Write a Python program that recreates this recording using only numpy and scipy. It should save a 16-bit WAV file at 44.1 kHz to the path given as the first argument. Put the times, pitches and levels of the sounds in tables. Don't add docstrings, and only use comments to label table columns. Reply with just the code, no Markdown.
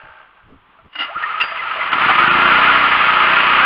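import sys
import numpy as np
from scipy import signal
from scipy.fft import rfft, irfft
from scipy.io import wavfile
from scipy.ndimage import uniform_filter1d, minimum_filter1d

SR = 44100
rng = np.random.default_rng(int(sys.argv[2]) if len(sys.argv) > 2 else 0)


def int16_out(signal):
    q = np.round(np.clip(np.atleast_2d(signal).T, -1, 1) * 32767)
    wavfile.write(sys.argv[1], SR, q.astype(np.int16))


def gain_from_db(level_db):
    decades = np.asarray(level_db, float) / 20
    return 10 ** decades


N = 160965
T = np.arange(N) / SR

# t/s, clatter level/dB, exhaust level/dB, once-a-cycle throb depth (0-1)
CRANKING = [
    (1.042, -31, -87, 0.3),
    (1.121, -35.5, -54.5, 0),
    (1.22, -26, -63.5, 0.6),
    (1.361, -26.5, -45, 0),
    (1.531, -26.5, -60.5, 0.3),
    (1.699, -24, -37, 0.1),
    (1.851, -20.5, -32.5, 0.3),
]
RUNNING = [(1.93, -22.5, -27.5, 0.16), (1.996, -15, -32.5, 0.19), (2.058, -14.5, -24, 0.12),
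           (2.178, -12.5, -28, 0.58), (2.264, -13, -22, 0.097), (2.5, -11, -23, 0.12),
           (2.66, -11, -25.5, 0.037), (2.94, -12, -28, 0.023), (3.1, -12.5, -28.5, 0.052),
           (3.22, -11, -27, 0.43), (3.65, -12, -26.5, 0.08)]
# t/s, firing rate f/Hz
ENGINE_SPEED = [(1.04, 3), (1.12, 6), (1.22, 11), (1.36, 15), (1.53, 15.5), (1.9, 15.8), (1.962, 17.4),
                (2.148, 22.5), (2.294, 26.8), (2.352, 28), (2.504, 30.7), (2.616, 31.3), (2.776, 31.3),
                (3.068, 30.1), (3.166, 30), (3.254, 30.2), (3.65, 30.4)]
# place in the cycle (0-1), level/dB
VALVE_HITS = [(.05, -17.5), (.4, 2), (.62, 0), (.85, 9.5)]
# f/Hz, level/dB
MUFFLER_TONE = [(25, -32), (60, -12), (100, -11), (160, -2), (260, -4), (350, -6), (480, -4), (620, -25)]
STRONG_MULTIPLES = {2: 11, 5: 4, 6: 6, 7: 3, 9: 4, 12: 4, 15: 2}
# f/Hz, level/dB, time to fall 60 dB t/s
MUFFLER_CHAMBERS = [(131, -12, .12), (185.4, -22.5, .1), (283.5, 6.5, 0.36), (355, 16.5, 0.17)]
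# f/Hz, level per Hz/dB
CASING_TONE = [(240, -53.5), (400, -24), (689, -14.5), (1310, -0.12), (1610, -3.5), (2000, -6.5),
               (2900, -9.5), (3700, -26.5), (4740, -34)]
# f/Hz, level per Hz/dB
CASING_TOP = [(5500, -53), (6200, -80), (11900, -120)]
# f/Hz, level per Hz/dB
FIZZ_TONE = [(5500, -14), (6500, 1), (7500, -1), (10000, 0), (12500, -4), (15600, -16), (16000, -40)]
# f/Hz, level/dB, time to fall 60 dB t/s
PANEL_RINGS = [(678, 1, 0.16), (862.7, -3.5, 0.72), (1043, 7, 0.16), (1280, 6.5, 0.092), (1282, 13, 0.071),
               (1405, 17, 0.093), (1746, 4.5, 0.1), (2073, 1, 0.27), (2527, 2, 0.15), (2836, -13, 0.13),
               (3100, -2, 0.088)]
# t/s, f/Hz
CASE_PITCH = [(1.1, 1404), (1.4, 1297), (1.45, 1313), (1.66, 1373), (2.46, 1478), (3.3, 1290), (3.42, 1360),
              (3.51, 1280), (3.65, 1490)]
# t/s, peak level/dB
FRAME_KNOCKS = [(0.793, -51), (0.932, -34), (0.956, -18.5), (0.987, -24.5), (1.001, -17.5), (1.011, -31),
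                (1.024, -28), (1.046, -23.5), (1.403, -11), (1.414, -7.5), (1.439, -9.5), (1.487, -19),
                (1.558, -15), (1.593, -26), (1.711, -12.5), (1.814, -16), (1.919, -6), (1.932, -2.5),
                (2.022, -5), (2.049, -7.5), (2.089, -2), (2.102, -4.5), (2.186, 1), (2.195, -13)]
# t/s, level/dB
PAWL_SCRAPE = [(.88, -64), (.93, -46), (.975, -40), (.988, -22), (1.004, -21), (1.015, -16), (1.03, -18),
               (1.056, -31), (1.12, -42)]
# f/Hz, level/dB, time to fall 60 dB t/s
CUP_RINGS = [(2640, 0, .06), (2760, -1, .05), (1820, -5, .1), (2070, -7, .15), (4760, -25, .42),
             (4690, -33, .15), (4850, -34, .2), (7200, -42, .15), (9100, -32, .05), (12500, -22, .04)]
# t/s, f/Hz, level/dB
REEL_WHINE = [(1.08, 620, -50), (1.11, 680, -41), (1.14, 900, -38), (1.165, 1330, -30), (1.2, 1520, -34),
              (1.24, 1830, -30), (1.275, 2060, -35), (1.36, 2090, -39), (1.46, 2080, -46)]
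# f/Hz, level/dB, time to fall 60 dB t/s
WHINE_RINGS = [(680, -3, .06), (870, -3, .06), (1290, 0, .06), (1400, 0, .06), (1850, 0, .07),
               (2080, -5, .08)]
# t/s, peak level/dB, f/Hz
TIN_TAPS = [(0.788, -33, 1344), (0.934, -33, 2860), (0.957, -27, 2880), (0.986, -23, 1270),
            (1.006, -14, 2830), (1.019, -12, 1380), (1.166, -13.5, 1397), (1.206, -13, 1236),
            (1.237, -9, 1283), (1.263, -8.5, 1202), (1.296, -9, 1305), (1.34, -8.5, 1243),
            (1.375, -8.5, 1290), (1.444, -18, 1340), (1.486, -15.5, 2050), (1.554, -26.5, 1380),
            (1.591, -9, 2050), (1.626, -11.5, 1320), (1.658, -18, 1320), (1.71, -9, 1297),
            (1.735, -11, 1287), (1.809, -6, 2030), (1.841, -14, 1373), (1.894, -13, 1296),
            (1.917, -10, 1350), (2.021, -9.5, 1375), (2.087, 1, 1474), (2.181, 5, 1270)]
# t/s, peak level/dB, f/Hz
FRAME_TAPS = [(0.524, -30.5, 271), (0.788, -39, 655), (0.984, -33, 775), (1.013, -21, 798),
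              (1.308, -23, 885), (1.359, -28, 860), (1.519, -19.5, 660), (1.653, -14.5, 891),
              (1.759, -19, 641), (1.789, -16, 633), (1.924, -25, 880), (2.019, -10.5, 900),
              (2.049, -12.5, 912), (2.093, -4, 767)]
# t/s, level/dB
ROPE_REWIND = [
    (0.0, -42),
    (0.218, -46),
    (0.322, -59),
    (0.394, -52.5),
    (0.4, -55),
    (0.5, -61),
]
# f/Hz, width f/Hz, level/dB
REEL_HOUSING = [(641, 11, -4), (900, 55, 4), (1436, 40, -4.5), (1580, 140, 7.5), (2180, 42, -24),
                (2730, 43, -8.5)]
# t/s, length t/s, level/dB, top f/Hz
CASE_THUMPS = [(0.05, 0.027, -48.5, 200), (0.1, 0.033, -54.5, 120), (0.458, 0.034, -48, 90),
               (0.557, 0.056, -51, 90), (0.513, 0.058, -46, 330), (0.615, 0.085, -61, 150),
               (0.694, 0.04, -61, 200), (0.82, 0.052, -56, 120), (0.864, 0.023, -46.5, 394),
               (1.166, 0.014, -37.5, 433), (1.246, 0.047, -65, 200)]
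# f/Hz, level per Hz/dB
YARD_TONE = [(15, -31), (25, -4.5), (101, -15), (135, -14.5), (570, -15), (1170, -1), (1680, -10),
             (3290, -16), (5400, -52.5), (7020, -75), (11900, -120)]
# t/s, length t/s, top f/Hz
TREBLE_GAPS = [
    (1.908, .022, 3700),
    (2.291, .022, 4000),
]


def engine():
    s, clatter_db, exhaust_db, throb = np.array(list(CRANKING) + list(RUNNING)).T
    hz = np.interp(T, *np.array(ENGINE_SPEED).T, left=0)
    phase = 0.6 + np.cumsum(hz) / SR
    size = rng.standard_normal((200, 6))[phase.astype(int)]
    hits = 0
    for k, (place, db) in enumerate(VALVE_HITS):
        hits = hits + gain_from_db(db + 2.5 * size[:, k]) * np.exp(-((phase - place) % 1) / 0.25)
    share = np.clip(np.interp(T, s, throb), 0, 1)
    throbbing = 1 - share + share * level(hits, 0)
    clatter = metal(grains(1.0) * throbbing * gain_from_db(0.22 * walk(30.25)))
    clatter = level(clatter, 0) * gain_from_db(np.interp(T, s, clatter_db))
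    beats = exhaust(phase, hz) * gain_from_db(np.interp(T, s, exhaust_db) - 8.5)
    turning = np.clip((T - s[0]) / 0.018 + 1, 0, 1)
    return turning * (clatter + beats)


def exhaust(phase, hz):
    catch_s, governed_hz, puff_hz, puff_db = 1.915, 30, 300, -10.5
    tube_hz, tube_db = np.array(MUFFLER_TONE).T
    wander = 0.14 * (governed_hz / np.maximum(hz, 10)) ** 1.5
    beats = 0
    for k in range(1, 30):
        tube = np.interp(k * hz, tube_hz, tube_db, -60, -60)
        gain = gain_from_db(tube + STRONG_MULTIPLES.get(k, 0) + walk(12))
        angle = 2 * np.pi * k * phase + 0.012 * k * k + 2.1
        beats = beats + gain * np.cos(angle + wander * walk(8))
    beats = level(beats, -3) + level(ring(beats, MUFFLER_CHAMBERS), 0)
    firing = np.clip((T - catch_s) / 0.02, 0.1, 1)
    puff = bandpass(grains(1.0), puff_hz / 2.5, puff_hz * 1.6, 3)
    return level(beats, 0) * firing + level(puff * gain_from_db(2.0 * walk(25)), puff_db)


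def metal(x, crack_db=0):
    throttle_s, length_s, throttle_db = 2.3, 0.45, 5
    throttle = gain_from_db(throttle_db * np.exp(-((T - throttle_s) / length_s) ** 2))
    fizz = level(colour(x * gain_from_db(2 * walk(97)), FIZZ_TONE), -52.5 + crack_db) * throttle
    casing = level(colour(x, list(CASING_TONE) + list(CASING_TOP)), 0)
    panels = level(highpass(ring(x, PANEL_RINGS), 500), -7)
    return casing + lowpass(case(x) + panels, 4800) + fizz


def case(x):
    t60_s = 0.048
    hz = np.interp(T, *np.array(CASE_PITCH).T) * (1 + 0.034 * walk(30))
    turn = np.exp(2j * np.pi * np.cumsum(hz) / SR)
    decay = np.exp(-np.log(1000) / (t60_s * SR))
    rung = signal.lfilter([1], [1, -decay], x / turn) * turn
    return level(rung.imag, -7.5)


def starter():
    release_s = 1.413
    kick = sum(gain_from_db(db) * swell(s, 0.011) for s, db in FRAME_KNOCKS)
    knocks = gain_from_db(-9) * kick * metal(grains(1.0), 5)
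    scrape_gain = gain_from_db(np.interp(T, *np.array(PAWL_SCRAPE).T, -120, -120))
    scrape = metal(grains(1.5) * gain_from_db(4.0 * walk(70)), 9) * scrape_gain * gain_from_db(-8)
    let_go = swell(release_s, 0.006) + 0.3 * swell(release_s - 0.01, 0.01)
    cup = highpass(ring(let_go * grains(1.0), CUP_RINGS), 900)
    cup = lowpass(cup, 5200, 3)
    early_kick = 0.7 * kick * (T < 1.06)
    bite_rings = [(310, -24, 0.12), (2850, 0, 0.04), (2050, -4, 0.04), (4700, -24, 0.03)]  # Hz, dB, s
    bite = highpass(ring((scrape_gain + early_kick) * grains(1.5), bite_rings), 270)
    bite = gain_from_db(-12.5) * lowpass(bite, 5100) / np.max(np.abs(bite))
    cup = gain_from_db(-6) * cup / np.max(np.abs(cup))
    return lowpass(taps(), 4500) + knocks + scrape + whine() + cup + bite


def whine():
    s, hz, db = np.array(REEL_WHINE).T
    turn = 2 * np.pi * np.cumsum(np.interp(T, s, hz) * (1 + 0.06 * walk(400))) / SR
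    teeth = np.sin(turn) * gain_from_db(np.interp(T, s, db, -120, -120) + 4 * walk(120))
    return gain_from_db(-32.5) * ring(teeth, WHINE_RINGS) + teeth


def taps():
    t60_s, rise_s, tap_db = 0.11, 0.00097, -7.5
    out = np.zeros(N)
    t = T[:SR // 8]
    for s, db, hz in list(TIN_TAPS) + list(FRAME_TAPS):
        at = int(s * SR)
        fade = gain_from_db(db + tap_db - 60 * t / t60_s) * np.minimum(t / rise_s, 1)
        out[at:at + len(t)] += fade * np.sin(2 * np.pi * hz * t)
    return out


def rewind():
    tick_turn = 2 * np.pi * np.cumsum(45 * (1 + 0.2 * walk(11))) / SR
    ticks = grains(1.8) * (1 + 0.4 * np.cos(tick_turn))
    modes = ring(ticks, [(hz, db + 10 * np.log10(width), 3.5 / width) for hz, width, db in REEL_HOUSING])
    casing = level(colour(ticks, list(CASING_TONE) + list(CASING_TOP)), -1.6)
    housing = level(bandpass(modes, 450, 3200, 4), 0) + casing
    return level(housing, 0) * gain_from_db(np.interp(T, *np.array(ROPE_REWIND).T, right=-120) + 1.5)


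def handling():
    out = 0
    for s, length, db, hz in CASE_THUMPS:
        rumble = lowpass(rng.standard_normal(N), hz, 2)
        out = out + level(rumble, db) * np.exp(-((T - s) / length) ** 2 * 2)
    return out


def yard():
    hush = level(colour(rng.standard_normal(N), YARD_TONE), -54) * gain_from_db(1.5 * walk(6))
    return hush + gain_from_db(-88) * rng.standard_normal(N)


def level(x, db):
    return x * gain_from_db(db) / np.sqrt(np.mean(x ** 2))


def colour(x, points):
    hz, db = np.array(points).T
    grid_hz = np.linspace(1, SR / 2, 2049)
    log_gain = np.interp(np.log(grid_hz), np.log(hz), db, db[0] - 25, -90) / 20 * np.log(10)
    cepstrum = irfft(log_gain)
    cepstrum[1:2048] *= 2
    cepstrum[2049:] = 0
    return signal.fftconvolve(x, irfft(np.exp(rfft(cepstrum))))[:N]


def ring(x, modes):
    out = 0
    for hz, db, t60 in modes:
        pole = np.exp(2j * np.pi * hz / SR - np.log(1000) / (t60 * SR))
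        out = out + gain_from_db(db) * signal.lfilter([1], [1, -pole], x).imag
    return out


def swell(s, decay):
    return np.exp(-np.where(T < s, (s - T) / 0.0024, (T - s) / decay))


def walk(rate):
    k = int(SR / rate)
    steps = np.repeat(rng.standard_normal(N // k + 1), k)
    return 1.84 * uniform_filter1d(uniform_filter1d(steps, k), k)[:N]


def grains(spread_db):
    return level(rng.standard_normal(N) * gain_from_db(spread_db * rng.exponential(size=N)), 0)


def highpass(x, hz):
    return signal.sosfilt(signal.butter(4, hz, "high", fs=SR, output="sos"), x)


def lowpass(x, hz, order=8):
    return signal.sosfilt(signal.butter(order, hz, fs=SR, output="sos"), x)


def bandpass(x, low_hz, high_hz, order):
    return signal.sosfilt(signal.butter(order, [low_hz, high_hz], "band", fs=SR, output="sos"), x)


def scene():
    return (engine() + starter() + rewind() + handling() + yard())[None]


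def top_cut(x):
    return signal.sosfilt(signal.butter(12, 15700, fs=SR, output="sos"), x)


def record(dry):
    x = dry
    for hz, q in [(6050, 6), (6050, 10), (8150, 12)]:
        x = signal.lfilter(*signal.iirnotch(hz, q, SR), x)
    for s, length, hz in TREBLE_GAPS:
        gap = np.clip((length / 2 - np.abs(T - s)) / 0.004 + 0.5, 0, 1)
        dull = signal.sosfiltfilt(signal.butter(8, hz, fs=SR, output="sos"), x)
        x = x * (1 - gap) + gap * gain_from_db(0.5) * dull
    x = x + gain_from_db(-9) * (np.arange(N) == N - 3)
    ceiling = 0.88
    over = -minimum_filter1d(-np.maximum(np.abs(x) / ceiling, 1), size=176)
    x = x / uniform_filter1d(uniform_filter1d(over, size=88), size=88)
    return top_cut(x)


dry = scene()
out = record(dry)
int16_out(out)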